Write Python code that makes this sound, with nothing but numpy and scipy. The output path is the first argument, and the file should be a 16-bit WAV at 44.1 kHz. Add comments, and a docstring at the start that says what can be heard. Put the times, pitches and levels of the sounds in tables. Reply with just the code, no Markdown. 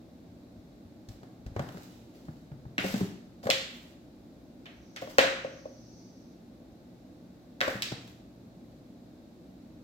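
"""Kitten, toy and cardboard box.

A kitten romps over a rug and a hardwood floor: fur and claws scuff, paws slap and the boards thud.
It chases a small toy, which clacks and chatters, and bats it against an empty cardboard box whose
hollow note lingers near 540 Hz. The living room rings after each hit.
Behind it all a fan hums steadily, and a faint bird trills once outside."""
import sys
import numpy as np
from scipy import signal
from scipy.fft import rfft, irfft, next_fast_len
from scipy.io import wavfile
from scipy.ndimage import map_coordinates

SR = 44100
rng = np.random.default_rng(int(sys.argv[2]) if len(sys.argv) > 2 else 0)


def inscribe(sig):
    """Save sig as 16-bit PCM at rate SR to the path in sys.argv[1].

    A 1-D sig is mono; a 2-D sig holds one channel per row.
    Samples are clipped to [-1, 1] before scaling.
    """
    pcm = np.round(np.clip(np.atleast_2d(sig).T, -1, 1) * 32767)
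    wavfile.write(sys.argv[1], SR, pcm.astype(np.int16))


N = 433803


def amp(db):
    """Decibels to gain."""
    return 10 ** (np.asarray(db) / 20)


def unit(x):
    """Scale to an rms of 1."""
    return x / np.sqrt(np.mean(x ** 2) + 1e-20)


def along(points, hz):
    """Read a curve of (f/Hz, value) points on a log frequency axis."""
    f, v = np.transpose(points)
    return np.interp(np.log(hz + 1), np.log(f), v)


def seconds(length):
    """A time axis."""
    return np.arange(int(length * SR)) / SR


def filtered(x, response):
    """EQ x with a gain given as a function of frequency."""
    n = x.shape[-1]
    size = next_fast_len(n + SR // 10)
    return irfft(rfft(x, size) * response(np.fft.rfftfreq(size, 1 / SR)), size)[..., :n]


def stereo_noise(count, correlation):
    """White noise whose stereo width follows a left-right correlation curve."""
    def mid_side(hz):
        angle = np.arccos(np.clip(along(correlation, hz), -1, 1)) / 2
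        return np.array([np.cos(angle), np.sin(angle)])
    mid, side = filtered(rng.standard_normal((2, count)), mid_side)
    return np.array([mid + side, mid - side])


def coloured(burst, eq_db, size=4096):
    """A burst through a minimum-phase EQ, which keeps its attack sharp; unit energy per channel."""
    cepstrum = irfft(np.log(amp(eq_db(np.fft.rfftfreq(size, 1 / SR)))))
    cepstrum[1:size // 2] *= 2
    cepstrum[size // 2 + 1:] = 0
    out = irfft(rfft(burst, size) * np.exp(rfft(cepstrum)))
    return out / np.linalg.norm(out, axis=-1, keepdims=True)


def add(track, s, sound):
    """Mix a stereo sound in at s seconds."""
    start = max(round(s * SR), 0)
    part = sound[:, :max(N - start, 0)]
    track[:, start:start + part.shape[1]] += part


# stereo image of the reverb: f/Hz, left-right correlation
REVERB_IMAGE = [(150, 1), (550, 0.72), (1100, -0.1), (2000, 0.037), (4000, 0.06)]
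# decay of the living room: f/Hz, T60/s
REVERB_DECAY = [(100, 0.42), (250, 0.82), (550, 0.43), (1200, 0.69), (2500, 0.64), (5000, 0.58),
                (8000, 0.55), (14000, 0.36)]

def in_room(sound, wet_db, radiated=None, left_db=0.0, left_lead_s=0.00029, build_s=0.0026):
    """The direct sound, placed by level and delay, plus the room's tail from what it radiates."""
    hz, t, spectrum = signal.stft(stereo_noise(SR * 3 // 4, REVERB_IMAGE), SR, nperseg=256)
    decay = amp(-60 * t / along(REVERB_DECAY, hz)[:, None])
    onset = 1 - np.exp(-(t / build_s) ** 2)
    tail = signal.istft(spectrum * decay * onset, SR, nperseg=256)[1]
    direct = sound * np.ones((2, 1))
    out = signal.fftconvolve(direct if radiated is None else radiated[None], tail, axes=1)
    out *= amp(wet_db) * np.linalg.norm(direct) / np.linalg.norm(out)
    right = filtered(direct[1], lambda f: np.exp(-2j * np.pi * f * left_lead_s))
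    out[:, :direct.shape[1]] += np.array([direct[0], right]) * amp([[left_db], [-left_db]])
    return out


def ring(modes, attack_s, scatter_db):
    """Damped modes under a soft blow, balanced anew on each hit, with a peak of 1."""
    t = seconds(0.25)
    scatter = scatter_db * rng.standard_normal(len(modes))
    out = sum(amp(db + extra_db - 60 * t / t60) * np.sin(2 * np.pi * hz * t)
              for (hz, db, t60), extra_db in zip(modes, scatter))
    out *= 1 - np.exp(-(t / attack_s) ** 2)
    return out / np.abs(out).max()


def crack(eq_db, t60, wet_db, attack_s=0.0005):
    """A burst of tiny contacts; the room gets their sum over all directions, a smooth spectrum."""
    t = seconds(0.06)
    envelope = amp(-60 * t / t60) * (1 - np.exp(-t / attack_s))
    burst = stereo_noise(len(t), [(600, 1.0), (3000, 0.7), (9000, 0.15)]) * envelope
    return in_room(coloured(burst, eq_db), wet_db, radiated=coloured(np.ones(1), eq_db))


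# stereo image of the background bed: f/Hz, left-right correlation
BED_IMAGE = [(60, 0.79), (130, 0.97), (290, 0.95), (640, 0.61), (1410, -0.094), (3100, 0.1), (6820, -0.044),
             (15000, -0.03)]
# EQ of the fan's rush: f/Hz, gain/dB
FAN_EQ = [(12, -63), (20, -24.5), (59, -5), (92, -7), (124, -6), (145, -5.5), (177, -2.5), (209, -9),
          (235, 0), (297, -2), (364, -10), (383, -14.5), (582, -10.5), (915, -22), (1100, -37.5),
          (1430, -60.5), (2420, -120)]
# EQ of the hiss: f/Hz, gain/dB
HISS_EQ = [(530, -32.5), (900, -66), (1030, 3), (1310, 0), (1550, 0.5), (1680, -2), (2450, -4), (3110, -7),
           (3860, -1.5), (5160, -6.5), (7960, -12), (8660, -17), (10000, -16.5), (14500, -12.5),
           (16000, -20)]
# bands of the fan's drone: f/Hz, width/Hz, level/dB
DRONE_BANDS = [(55.7, 5, -68), (118.1, 1.3, -65), (185, 16, -62), (236, 41, -59), (283, 16, -70),
               (315, 10.4, -70.5), (352.6, 77, -64.5)]

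def room_tone(fan_db=-53.5, hiss_db=-68.5):
    """The bed: a fan's low rush and narrow droning bands, with a faint even hiss on top."""
    def noise(response):
        return unit(filtered(stereo_noise(N, BED_IMAGE), response))
    def bands(hz):
        return sum(amp(db) / np.sqrt(width) / (1 + ((hz - centre) / width * 2) ** 2)
                   for centre, width, db in DRONE_BANDS)
    rush = amp(fan_db) * noise(lambda hz: amp(along(FAN_EQ, hz)))
    hiss = amp(hiss_db) * noise(lambda hz: amp(along(HISS_EQ, hz)))
    drone = np.linalg.norm([amp(db) for _, _, db in DRONE_BANDS]) * noise(bands)
    return rush + hiss + drone


# fader ride of the trill: t/s, level/dB
TRILL_SWELL = [(4.55, -77), (4.8, -63), (5.5, -57.5), (5.95, -57.5), (6.2, -66), (6.3, -72.5)]

def bird(trim_db=-6, chirp_s=0.026, spacing_s=0.0797, slur_db=-10):
    """A trill of falling chirps, each trailed by a softer, lower slur, heard mostly as reverb."""
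    track = np.zeros((2, N))
    progress = seconds(chirp_s) / chirp_s
    def sweep(top_hz, fall_hz):
        phase = 2 * np.pi * np.cumsum(top_hz - fall_hz * progress) / SR
        return np.sqrt(np.sin(np.pi * progress)) * np.sin(phase)
    starts = np.arange(4.573, 6.25, spacing_s)
    for s, (detune, jitter_db) in zip(starts, rng.standard_normal((len(starts), 2))):
        gain = amp(np.interp(s, *np.transpose(TRILL_SWELL)) + jitter_db + trim_db)
        chirp = sweep(top_hz=6600 * (1 + 0.008 * detune), fall_hz=1350)
        slur = sweep(top_hz=5900, fall_hz=1900)
        add(track, s, gain * in_room(chirp, wet_db=7, left_lead_s=0, build_s=0.025))
        add(track, s + chirp_s, gain * amp(slur_db) * in_room(slur, wet_db=14, build_s=0.025))
    return track


# EQ of the friction: f/Hz, gain/dB
SCUFF_EQ = [(150, 9), (700, 5.5), (1500, -2), (3000, 0.5), (5000, 0), (8000, -5), (9200, -14),
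            (12500, -5.5), (16000, -8)]
# claws and fur dragged over rug and wood: t/s, length/s, level/dB
SCUFF_CUES = [(1.084, 0.061, -59.5), (1.543, 0.59, -58.5), (2.098, 0.38, -66.5), (2.795, 0.29, -42),
              (3.427, 0.071, -51.5), (3.666, .29, -59.5), (5.008, 0.029, -45), (5.083, .043, -49),
              (7.627, 0.16, -49), (8.0, .15, -62), (8.689, 0.076, -70.5)]

def scuffs(trim_db=-2, grain_db=7, grains_per_s=300):
    """Fibres catch and slip: grainy noise in strokes that swell fast and fade."""
    track = np.zeros((2, N))
    noise = stereo_noise(N, [(600, 1.0), (4000, 0.3)])
    catches = map_coordinates(rng.standard_normal(N // 10), [np.arange(N) * grains_per_s / SR], order=1)
    friction = unit(filtered(noise * amp(grain_db * catches), lambda hz: amp(along(SCUFF_EQ, hz))))
    for s, length, db in SCUFF_CUES:
        t, start = seconds(length), round(s * SR)
        stroke = np.sin(np.pi * np.sqrt(t / length)) * friction[:, start:start + len(t)]
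        add(track, s, amp(db + trim_db) * in_room(stroke, wet_db=3.5, left_db=0.5))
    return track


# floorboard modes: f/multiple of the thud's pitch, level/dB, T60/s
BOARD_MODES = [(0.601, -10, 0.091), (1, 0, 0.1), (1.5, -9.5, 0.066), (2.1, -12.5, .05)]
# paws and body landing: t/s, thud level/dB, thud f/Hz, slap level/dB, claw brightness/dB
LANDING_CUES = [(1.087, -36, 99.5, -45.5, 0), (1.231, -43, 262, -43, -16.5),
                (1.463, -31.5, 99, -41.5, -10.5), (1.563, -27.5, 168, -26.5, -24),
                (1.593, -24.5, 148, -25, -22), (1.688, -37, 142, -39, -15.5), (1.745, -34.5, 176, -43, -26),
                (1.771, -40, 135, -37.5, -16.5), (2.283, -32.5, 157, -41.5, -30),
                (2.516, -33.5, 140, -46.5, -25), (2.653, -36, 125, -46, -30), (2.781, -26, 194, -42, -22),
                (2.841, -23, 187, -33, -18), (2.94, -19.5, 208.5, -28.5, -9),
                (3.008, -18.5, 191, -33.5, -25), (3.455, -27, 210, -33, -21), (7.749, -30.5, 201, -50, -25),
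                (7.918, -28, 206, -31, -14.5)]

def floor_thuds(attack_s=0.006, settle_s=0.01588, settle_db=-4.5):
    """Steps, landings and knocks on the box flex the boards, deeper through the rug than on bare wood."""
    track = np.zeros((2, N))
    # blows to the floor: t/s, level/dB, f/Hz
    walk = [(0.289 + step * 0.28, -47, 91) for step in range(3)]
    pads = [(s, db, hz) for s, db, hz, _, _ in LANDING_CUES]
    heaviest_db = max(db for _, db, _ in pads)
    # body weight follows the pads, and counts for less in a light landing
    weight = [(s + settle_s, db + settle_db - (heaviest_db - db), hz) for s, db, hz in pads]
    under_box = [(s, db - 16, 275) for s, db, _ in KNOCK_CUES]
    for s, db, pitch_hz in walk + pads + weight + under_box:
        modes = [(pitch_hz * ratio, level, t60) for ratio, level, t60 in BOARD_MODES]
        thud = ring(modes, attack_s, scatter_db=5.5)
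        add(track, s - attack_s / 2, amp(db) * in_room(thud, wet_db=-7, left_db=-0.75))
    return track


# EQ of a soft slap: f/Hz, gain/dB
SLAP_EQ = [(60, -14), (250, -4.5), (450, 0), (750, 0), (950, -8), (1700, -9), (2500, -19.5), (4000, -20),
           (8000, -27.5), (9200, -39.5), (15000, -35.5)]

def slaps(trim_db=19, cardboard_tick_db=-15.5):
    """Each landing slaps the floor and each knock a box panel; claws or cardboard add a tick on top."""
    track = np.zeros((2, N))
    paws = [(s, db, claw_db) for s, _, _, db, claw_db in LANDING_CUES]
    panels = [(s, db, cardboard_tick_db) for s, _, db in KNOCK_CUES]
    for s, db, tick_db in paws + panels:
        shelf = [(1500, 0), (4500, tick_db + 16.5)]
        eq_db = lambda hz: along(SLAP_EQ, hz) + along(shelf, hz)
        add(track, s, amp(db + trim_db) * crack(eq_db, t60=0.032, wet_db=-3))
    return track


# modes of the empty box: f/Hz, level/dB, T60/s
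BOX_MODES = [(94.8, -21, 0.0753), (246, -21, 0.02), (562.2, 2, 0.041), (538.7, -14.5, 0.4),
             (608, -5, 0.052), (696, -4.5, 0.059), (764, -13.5, 0.051), (1110, -11, .035)]
# knocks on the box: t/s, note level/dB, panel slap level/dB
KNOCK_CUES = [(2.848, -27.5, -50), (3.437, -35.5, -48.5), (3.469, -24.5, -27), (3.492, -16, -33),
              (5.021, -26, -36), (5.074, -35, -42), (5.185, -9, -13.5), (5.237, -21, -34),
              (5.447, -25, -42), (5.656, -30, -48), (7.615, -25, -49), (7.679, -21, -24)]

def box_knocks(attack_s=0.0024):
    """The cardboard panels and the air between them give a short hollow note."""
    track = np.zeros((2, N))
    for s, db, _ in KNOCK_CUES:
        note = ring(BOX_MODES, attack_s, scatter_db=2.7)
        add(track, s - attack_s / 2, amp(db) * in_room(note, wet_db=-8.5))
    return track


def chatter(strikes, gap_s=0.0072, loss_db=10, blunting_db=7.5, rebound_hz=3080):
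    """Each hard strike bounces into two quick, blunter rebounds, the second weaker than the first."""
    for s, db, body_db, edge_db, ring_hz, rebound_db in strikes:
        yield s, db, body_db, edge_db, ring_hz
        for k in range(2):
            bounce_db = db + rebound_db - k * loss_db
            yield s + (k + 1) * gap_s, bounce_db, body_db, edge_db - blunting_db, rebound_hz


# EQ of a hard contact: f/Hz, gain/dB
CLACK_EQ = [(100, -26), (400, -16), (700, -7), (900, -15.5), (1120, -11), (1500, -6), (1900, -2.5),
            (2500, -1.5), (3250, -4.5), (4100, -5), (5500, -9), (8000, -18.5), (9200, -29.5),
            (12500, -24.5), (16000, -27)]
# strikes of toy, claws and box edge:
# t/s, level/dB, body/dB, edge/dB, ring f/Hz, first rebound/dB over the strike
CLACK_CUES = [(2.7804, -13, -10, -21.5, 2800, -4), (3.4292, -39.5, -6, -8, 3120, -8),
              (3.5011, -8, -19, -13, 4500, -1.5), (4.656, -35, -11.5, -21.5, 3280, 1),
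              (4.9612, -28, -9.5, -11.5, 3450, 0.5), (5.1835, -3, -8.5, -14, 2496, -2),
              (7.6054, -16.5, -4, -13, 4820, 7.5), (7.8211, -15.5, -21.5, -11, 4530, -5)]

def clacks(trim_db=12, ring_db=5, ring_octaves=0.08, ripple_db=2.6, hardest_t60=0.008, softening=0.5):
    """Hard contacts crack briefly; light ones graze for longer, and the spot struck sets the colour."""
    track = np.zeros((2, N))
    ripple_hz = np.geomspace(500, 16000, 50)
    loudest_db = max(row[1] for row in CLACK_CUES)
    for s, db, body_db, edge_db, ring_hz in chatter(CLACK_CUES):
        ripple = np.c_[ripple_hz, ripple_db * rng.standard_normal(len(ripple_hz))]
        tilt = [(1500, body_db + 16), (2800, 0), (3600, 0), (5200, edge_db + 16)]
        resonance = lambda hz: ring_db / (1 + (np.log2((hz + 1) / ring_hz) / ring_octaves) ** 2)
        eq_db = lambda hz: along(CLACK_EQ, hz) + along(tilt, hz) + along(ripple, hz) + resonance(hz)
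        t60 = hardest_t60 * amp(softening * (loudest_db - db))
        add(track, s, amp(db + trim_db) * crack(eq_db, t60, wet_db=0.4))
    return track


# panning of the kitten's play: f/Hz, left boost and right cut/dB
PLAY_PAN = [(100, 1.5), (500, 0.66), (1200, 0.66), (4000, -1), (8000, -0.4), (13000, 1.5)]

def scene():
    """The kitten's play, panned slightly by frequency, over the bird and the room tone."""
    play = clacks() + box_knocks() + floor_thuds() + slaps() + scuffs()
    play = filtered(play, lambda hz: amp(np.outer([1, -1], along(PLAY_PAN, hz))))
    return play + bird() + room_tone()


def record(dry, low_cut_hz=32, top_hz=16050):
    """Master EQ: a gentle low cut and a brick wall above the highest treble."""
    return filtered(dry, lambda hz: 1j * hz / (1j * hz + low_cut_hz) * (hz < top_hz))


dry = scene()
out = record(dry)
inscribe(out)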